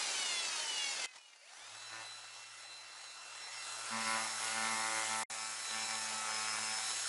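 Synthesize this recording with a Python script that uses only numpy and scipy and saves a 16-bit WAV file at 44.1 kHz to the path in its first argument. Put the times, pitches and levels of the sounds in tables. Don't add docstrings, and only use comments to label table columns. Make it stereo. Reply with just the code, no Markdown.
import sys
import numpy as np
from scipy import signal
from scipy.fft import rfft, irfft, next_fast_len
from scipy.io import wavfile
from scipy.ndimage import uniform_filter1d, map_coordinates

SR = 44100
rng = np.random.default_rng(int(sys.argv[2]) if len(sys.argv) > 2 else 0)


def inscribe(sig):
    pcm = np.round(np.clip(np.atleast_2d(sig).T, -1, 1) * 32767)
    wavfile.write(sys.argv[1], SR, pcm.astype(np.int16))


N = 312228
T = np.arange(N) / SR

# (time [s], speed [turns/s])
RUNNING_SPEED = [(1.88, 112.5), (2.08, 111.5), (2.4, 112.85), (3.85, 113.0), (4.2, 111.4), (4.72, 111.38),
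                 (4.96, 110.3), (5.22, 110.7), (5.3, 110.05), (5.75, 110.95), (5.98, 110.68), (6.2, 109.23),
                 (6.38, 108.62), (6.62, 108.93), (7.0, 110.85)]
# (time [s], left minus right [dB])
TOOL_PAN = [(0.0, -1.0), (1.1, -3), (2.95, -3.5), (3.42, 7), (4.05, 2.2), (5.3, 1.2), (7.08, 1.3)]
# (frequency [Hz], correlation [0-1])
STEREO_LIKENESS = [(60, 0.98), (170, 0.82), (490, 0.95), (1400, 0.56), (3980, 0.85), (11400, 0.72)]
# (frequency [Hz], width [Hz], relative gain [dB])
HEAD_RESONANCES = [(890, 72, -3), (1275, 28, -2.5), (2103, 73, 1.5), (2232, 23, 4.5), (2580, 124, 0.5),
                   (2900, 170, 5.5), (3404, 61, 3.5), (4230, 900, -3), (4620, 280, -4.5), (5000, 170, -4),
                   (5440, 45, 2.5), (6060, 150, 1), (7160, 190, -2.5), (7770, 250, -6)]
# (frequency [Hz], relative density [dB])
SCRAPE_COLOUR = [(24, -61), (40, -27), (130, -30.5), (250, -16.5), (625, -9.5), (687, -11.5), (911, -5),
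                 (1070, -9.5), (1360, -5.5), (1490, -5.5), (2390, -5), (2880, -6), (3240, -6.5),
                 (6110, -5.5), (11000, -12), (14300, -47), (22000, -120)]
AIR_COLOUR = [(30, -51), (70, -26), (160, -23), (300, -13), (480, -7), (750, 2.5), (1000, 2), (1150, 2),
              (1400, 5), (2200, -0.5), (3200, 0.5), (5000, -0.5), (7500, -1.5), (9000, -6), (11000, -5)]
GRIT_COLOUR = [(200, -45), (1500, -26), (3200, -5.5), (4500, -3), (6000, 2.5), (7600, 5.5), (9200, 2.5),
               (10400, 3.5), (11200, 0)]
# (frequency [Hz], relative density [dB])
RATTLE_COLOUR = [(40, -53), (150, -10), (300, -29), (800, -30), (1400, -5), (2200, 7), (3500, -10), (9000, -27)]
# (frequency [Hz], gain [dB])
LOOSE_COLOUR = [(1000, -20), (2100, 6), (2700, 1), (3400, -9), (4600, -2), (6000, -8.5)]
# (time [s], gain [dB])
LOOSE_GAIN = [(1.07, -65.0), (1.2, -67.5), (1.4, -68.5), (1.47, -68), (1.56, -67), (1.68, -83)]
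# (time [s], level [dB], Gaussian sigma [s], centre of the noise peak [Hz])
SHORT_CONTACTS = [(1.046, -41, 0.0088, 2100), (1.165, -54, 0.017, 1010), (1.303, -58, 0.0032, 2700),
                  (4.44, -46.5, 0.014, 1100), (4.487, -45.5, 0.024, 2900)]
# (time [s], level [dB])
FAN_LEVEL = [(1.6, -59.5), (1.95, -58.5), (2.15, -60.5), (2.5, -61.5), (2.9, -61.5), (3.3, -60.5),
             (3.85, -53.5), (4.05, -49.5), (4.35, -51.5), (4.55, -50), (5.22, -51.5), (5.31, -56),
             (5.65, -53.5), (5.8, -51), (6.2, -52.5), (7.07, -50)]
# (multiple of rotor speed, running free [dB re fan level], on the broad face, at the grille)
WHINE_LINES = [(8, -2, -10, -11.5), (12, 1, -7, -2), (16, -5, -4, 4), (20, -6, -6, -2.5),
               (32, -20, 0.5, -7.5)]
# (multiple of rotor speed, level [dB re fan level])
STEADY_WHINES = [(4, -5), (6, -6.5), (13, -11), (24, -8)]
# (time [s], level [dB])
GROWL_LEVEL = [(1.38, -89), (1.43, -67), (1.5, -63), (1.54, -67), (1.6, -100)]
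# (time [s], frequency [Hz])
GROWL_PITCH = [(1.41, 535), (1.53, 768)]
# (start [s], end [s], attack [s], release [s], slap reference [dB], boom [dB])
PANEL_PRESSES = [(1.895, 2.021, 0.038, 0.024, -50, -80), (3.9, 4.003, 0.037, 0.1, -43, -49.5),
                 (4.03, 4.164, .05, 0.12, -40.5, -53.5), (4.377, 4.538, 0.052, 0.073, -46.5, -67),
                 (4.482, 4.72, 0.094, .17, -42, -53.5), (4.715, 4.994, 0.059, 0.17, -42, -76.5),
                 (5.052, 5.24, 0.061, .05, -42, -59.5), (5.25, 5.44, .03, 0.21, -49.5, -71),
                 (5.644, 5.814, 0.12, .07, -46, -60), (5.85, 5.95, 0.054, 0.11, -47, -61),
                 (5.976, 6.227, 0.046, 0.089, -49.5, -63.5), (6.164, 6.72, 0.11, 0.15, -45.5, -64)]
# (multiple of spindle speed, relative level [dB])
FACE_PARTIALS = [(3, -14), (4, -16), (5, -6), (6, -10), (7, -1), (8, -1), (9, 0.5), (10, -2), (11, -3.5),
                 (12, -1.5), (13, -1), (14, -8.5), (15, -20), (16, -2), (17, -4.5), (18, -3.5), (19, 0.5),
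                 (20, -13.5), (21, -8), (22, -31), (23, -11), (24, -28), (25, -14)]
GRILLE_PARTIALS = [(3, -16.5), (4, -13), (5, -7.5), (6, -16), (7, 2.5), (8, 2.5), (9, -2), (10, 2),
                   (11, -5.5), (12, 3.5), (13, 0), (14, -3.5), (15, -7), (16, 3), (17, -6.5), (18, -36),
                   (19, -1), (20, -5.5), (21, 2), (22, -22.5), (23, 0), (24, -17), (25, -3.5), (26, -9)]
# (time [s], level [dB])
HISS_LEVEL = [(3.5, -64), (3.67, -49.5), (4.15, -47), (4.33, -44), (4.6, -43), (5.05, -40), (5.31, -44),
              (5.85, -45.5), (6.08, -43), (6.4, -41.5), (7.07, -41.5)]

LIFT_S, GAP_START_S, GAP_END_S = 1.061, 5.235, 5.299
TOP_HZ = 11080
GEAR_RATIO = 2.991
COAST_START_TURNS_PER_S, COAST_HALF_S = 69.85, 1.715
ON_S, RUN_UP_S, RUN_UP_SHAPE = 1.41, 0.157, 1.45
COAST_DB, COAST_FADE_DB_PER_S = -38.5, 4
FAN_DB_PER_OCTAVE = 7.5
WHINE_SWELL_DB, WHINE_SWELLS_PER_S = [2.8, 1.65], 7
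IDLE_BUZZ_DB = -7.5
HUM_DB, HUM_PRESSED_DB, HUM_BOOM_DB = -22.5, -36, -21
RUN_UP_SHAKE_DB, SHAKE_SETTLE_S = 6.5, 0.87


def amp(db):
    return 10 ** (np.asarray(db) / 20)


def unit(x):
    return x / np.sqrt(np.mean(x ** 2) + 1e-20)


def along(points, hz):
    f, v = np.transpose(points)
    return np.interp(np.log(hz + 1), np.log(f + 1), v)


def curves(rows):
    s, *cols = np.transpose(rows)
    return [np.interp(T, s, c) for c in cols]


def wobble(rate):
    coarse = T[::32]
    knots = rng.standard_normal(int(T[-1] * rate) + 4)
    return np.interp(T, coarse, map_coordinates(knots, [coarse * rate]))


def filtered(x, response):
    m = next_fast_len(N + 8192)
    return irfft(rfft(x, m) * response(np.fft.rfftfreq(m, 1 / SR)), m)[..., :N]


def rush(spectrum, patchy_db):
    z = signal.stft(rng.standard_normal((2, N)), nperseg=512)[2]
    field = uniform_filter1d(rng.standard_normal(z.shape[1:]), size=6, axis=0)
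    field = uniform_filter1d(field, size=12, axis=1)
    pair = signal.istft(z * amp(patchy_db * unit(field)), nperseg=512)[1][:, :N]

    def mid_side_response(hz):
        turn = np.arccos(np.clip(along(STEREO_LIKENESS, hz), 0, 1)) / 2
        return amp(along(spectrum, hz)) * np.array([np.cos(turn), np.sin(turn)])

    mid, side = filtered(pair, mid_side_response)
    return unit(np.array([mid + side, mid - side]))


def tone(phase, fading, rate, width):
    def echo():
        return wobble(rate) * np.cos(phase) + wobble(rate) * np.sin(phase)

    mid = np.cos(phase) + fading * echo()
    side = width * echo()
    return unit(np.array([mid + side, mid - side]))


def once_a_turn(angle, depth_db, scatter_db):
    bite = (0.5 + 0.5 * np.cos(angle)) ** 2
    return unit(amp(bite * (depth_db + scatter_db * wobble(110))))


def spindle_speed():
    coast = COAST_START_TURNS_PER_S / (1 + np.minimum(T, ON_S) / COAST_HALF_S)
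    running, = curves(RUNNING_SPEED)
    lag = np.exp(-(np.maximum(T - ON_S, 0) / RUN_UP_S) ** RUN_UP_SHAPE)
    return running + lag * (coast - running)


def gear_squeal(speed, rotor):
    squeal = 0
    for order in range(4, 62, 2):
        line_hz = order * GEAR_RATIO * speed
        power = sum(amp(db) ** 2 / (1 + (2 * (line_hz - hz) / width) ** 2) for hz, width, db in HEAD_RESONANCES)
        halfway = order % 4 and order > 6
        line = tone(order * rotor + rng.uniform(0, 2 * np.pi), fading=0.6, rate=30, width=0.35)
        squeal = squeal + np.sqrt(power) * amp(-12 if halfway else 0) * line
    return squeal


def coasting(speed, rotor):
    angle = rotor / GEAR_RATIO
    touching = np.interp(T, [LIFT_S - 0.001, LIFT_S + 0.001], [1, 0])
    squeal = gear_squeal(speed, rotor)
    scrape = rush(SCRAPE_COLOUR, patchy_db=1.1) * once_a_turn(angle, depth_db=-0.5, scatter_db=1.5)
    loaded_squeal = amp(-8.2) * squeal * once_a_turn(angle, depth_db=3, scatter_db=1.5)
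    loaded = amp(COAST_DB - COAST_FADE_DB_PER_S * T) * (scrape + loaded_squeal)
    flutter = once_a_turn(angle, depth_db=7, scatter_db=4)
    loose = filtered(squeal, lambda hz: amp(along(LOOSE_COLOUR, hz))) * flutter
    loose_db, = curves(LOOSE_GAIN)
    return touching * loaded + (1 - touching) * amp(loose_db) * loose


def short_contacts(angle):
    sound = 0
    for s, db, sigma_s, hz in SHORT_CONTACTS:
        colour = [(200, -18), (hz / 1.16, 0), (hz, 9), (hz * 1.06, 0), (7000, -4), (11000, -14)]
        envelope = np.exp(-0.5 * ((T - s) / sigma_s) ** 2)
        sound = sound + amp(db) * envelope * rush(colour, patchy_db=1.5)
    return sound * once_a_turn(angle, depth_db=4, scatter_db=1)


def motor(rotor, fan_db):
    angle = rotor / GEAR_RATIO
    sound = amp(fan_db + 9.5) * rush(AIR_COLOUR, patchy_db=1.75)
    sound *= once_a_turn(angle, depth_db=0.5, scatter_db=2.0)
    powered = np.interp(T, [1.5, 1.68], [0, 1])
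    swell_db = np.interp(T, [3.5, GAP_END_S], WHINE_SWELL_DB)
    for order, free_db, face_db, grille_db in WHINE_LINES:
        db = np.interp(T, [3.7, 4.05, GAP_START_S, GAP_END_S], [free_db, face_db, face_db, grille_db])
        db = db + fan_db + swell_db * wobble(WHINE_SWELLS_PER_S)
        runout = 0.45 * np.sin(angle + order)
        sound += powered * amp(db) * tone(order * rotor + runout, fading=0.3, rate=22, width=0.25)
    up_to_speed = np.interp(T, [1.45, 1.9], [0, 1])
    for order, db in STEADY_WHINES:
        line = tone(order * rotor + 0.94 * np.sin(angle), fading=0.65, rate=9, width=0.12)
        sound += up_to_speed * amp(fan_db + db) * line
    growl_db, = curves(GROWL_LEVEL)
    growl_hz, = curves(GROWL_PITCH)
    growl = tone(2 * np.pi * np.cumsum(growl_hz) / SR, fading=1.2, rate=110, width=0.4)
    return sound + amp(growl_db) * growl * once_a_turn(angle, depth_db=6, scatter_db=-2)


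def press(start, end, attack, release):
    return np.clip((T - start) / attack, 0, 1) * np.exp(-np.maximum(T - end, 0) / release)


def panel_buzz(angle):
    buzz = np.zeros((2, N))
    for panel, heard in ((FACE_PARTIALS, T < GAP_END_S), (GRILLE_PARTIALS, T >= GAP_END_S)):
        lags = np.cumsum(rng.normal(0, 0.88, len(panel)))
        partials = 0
        for (order, db), lag in zip(panel, lags):
            partials = partials + amp(db) * tone(order * angle - lag, fading=0.3, rate=7, width=0.16)
        buzz += heard * unit(partials)
    return buzz * amp(0.3 * wobble(90))


def bumper(angle, fan_db):
    slap = np.max([amp(db) * press(*shape) for *shape, db, _ in PANEL_PRESSES], axis=0)
    boom = np.max([amp(db) * press(*shape) for *shape, _, db in PANEL_PRESSES], axis=0)
    settling = np.maximum(T - ON_S - RUN_UP_S, 0) / SHAKE_SETTLE_S
    shake_db = RUN_UP_SHAKE_DB * np.exp(-settling ** 2)
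    hum = amp(fan_db + HUM_DB + shake_db) + amp(HUM_PRESSED_DB) * slap + amp(HUM_BOOM_DB) * boom
    buzz = panel_buzz(angle)
    rattle = rush(RATTLE_COLOUR, patchy_db=2.5) * once_a_turn(angle, depth_db=16, scatter_db=1)
    low = hum * tone(angle, fading=0.17, rate=5.9, width=0.061)
    low = low + boom * tone(2 * angle, fading=0.15, rate=8, width=0.093)
    low = low * amp(1.4 * wobble(40))
    spinning = np.interp(T, [1.55, 1.72], [0, 1])
    drive = np.hypot(slap, amp(fan_db + IDLE_BUZZ_DB))
    return spinning * (drive * (amp(2.0) * buzz + amp(-8.5) * rattle) + low)


def sanding(angle):
    hiss_db, = curves(HISS_LEVEL)
    digging_db = np.interp(T, [5.7, 5.77, 6.01, 6.08], [1.1, 4.4, 4.1, 1.3])
    touching = np.interp(T, [3.35, 3.55], [0, 1])
    bursts = once_a_turn(angle, depth_db=digging_db, scatter_db=1.0)
    return touching * amp(hiss_db) * rush(GRIT_COLOUR, patchy_db=1.5) * bursts


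def scene():
    speed = spindle_speed()
    jitter = 0.000473 * wobble(35)
    angle = 2 * np.pi * np.cumsum(speed * (1 + jitter)) / SR
    rotor = GEAR_RATIO * angle
    fan_db = curves(FAN_LEVEL)[0] + FAN_DB_PER_OCTAVE * np.log2(speed / speed.max())
    tool = coasting(speed, rotor) + short_contacts(angle)
    tool = tool + (T > LIFT_S) * motor(rotor, fan_db) + sanding(angle)
    pan_db, = curves(TOOL_PAN)
    return tool * amp(np.array([pan_db, -pan_db]) / 2) + bumper(angle, fan_db)


def record(dry):
    heard = np.interp(T, [GAP_START_S - 0.002, GAP_START_S, GAP_END_S, GAP_END_S + 0.001], [1, 0, 0, 1])
    fading = np.interp(T, [GAP_START_S - 0.002, GAP_START_S, GAP_START_S + 0.022], [0, 1, 0])
    ping = amp(-48) * fading * np.sin(2 * np.pi * 2110 * T)
    return filtered(dry * heard + ping, lambda hz: np.clip((TOP_HZ - hz) / 80 + 0.5, 0, 1))


dry = scene()
out = record(dry)
inscribe(out)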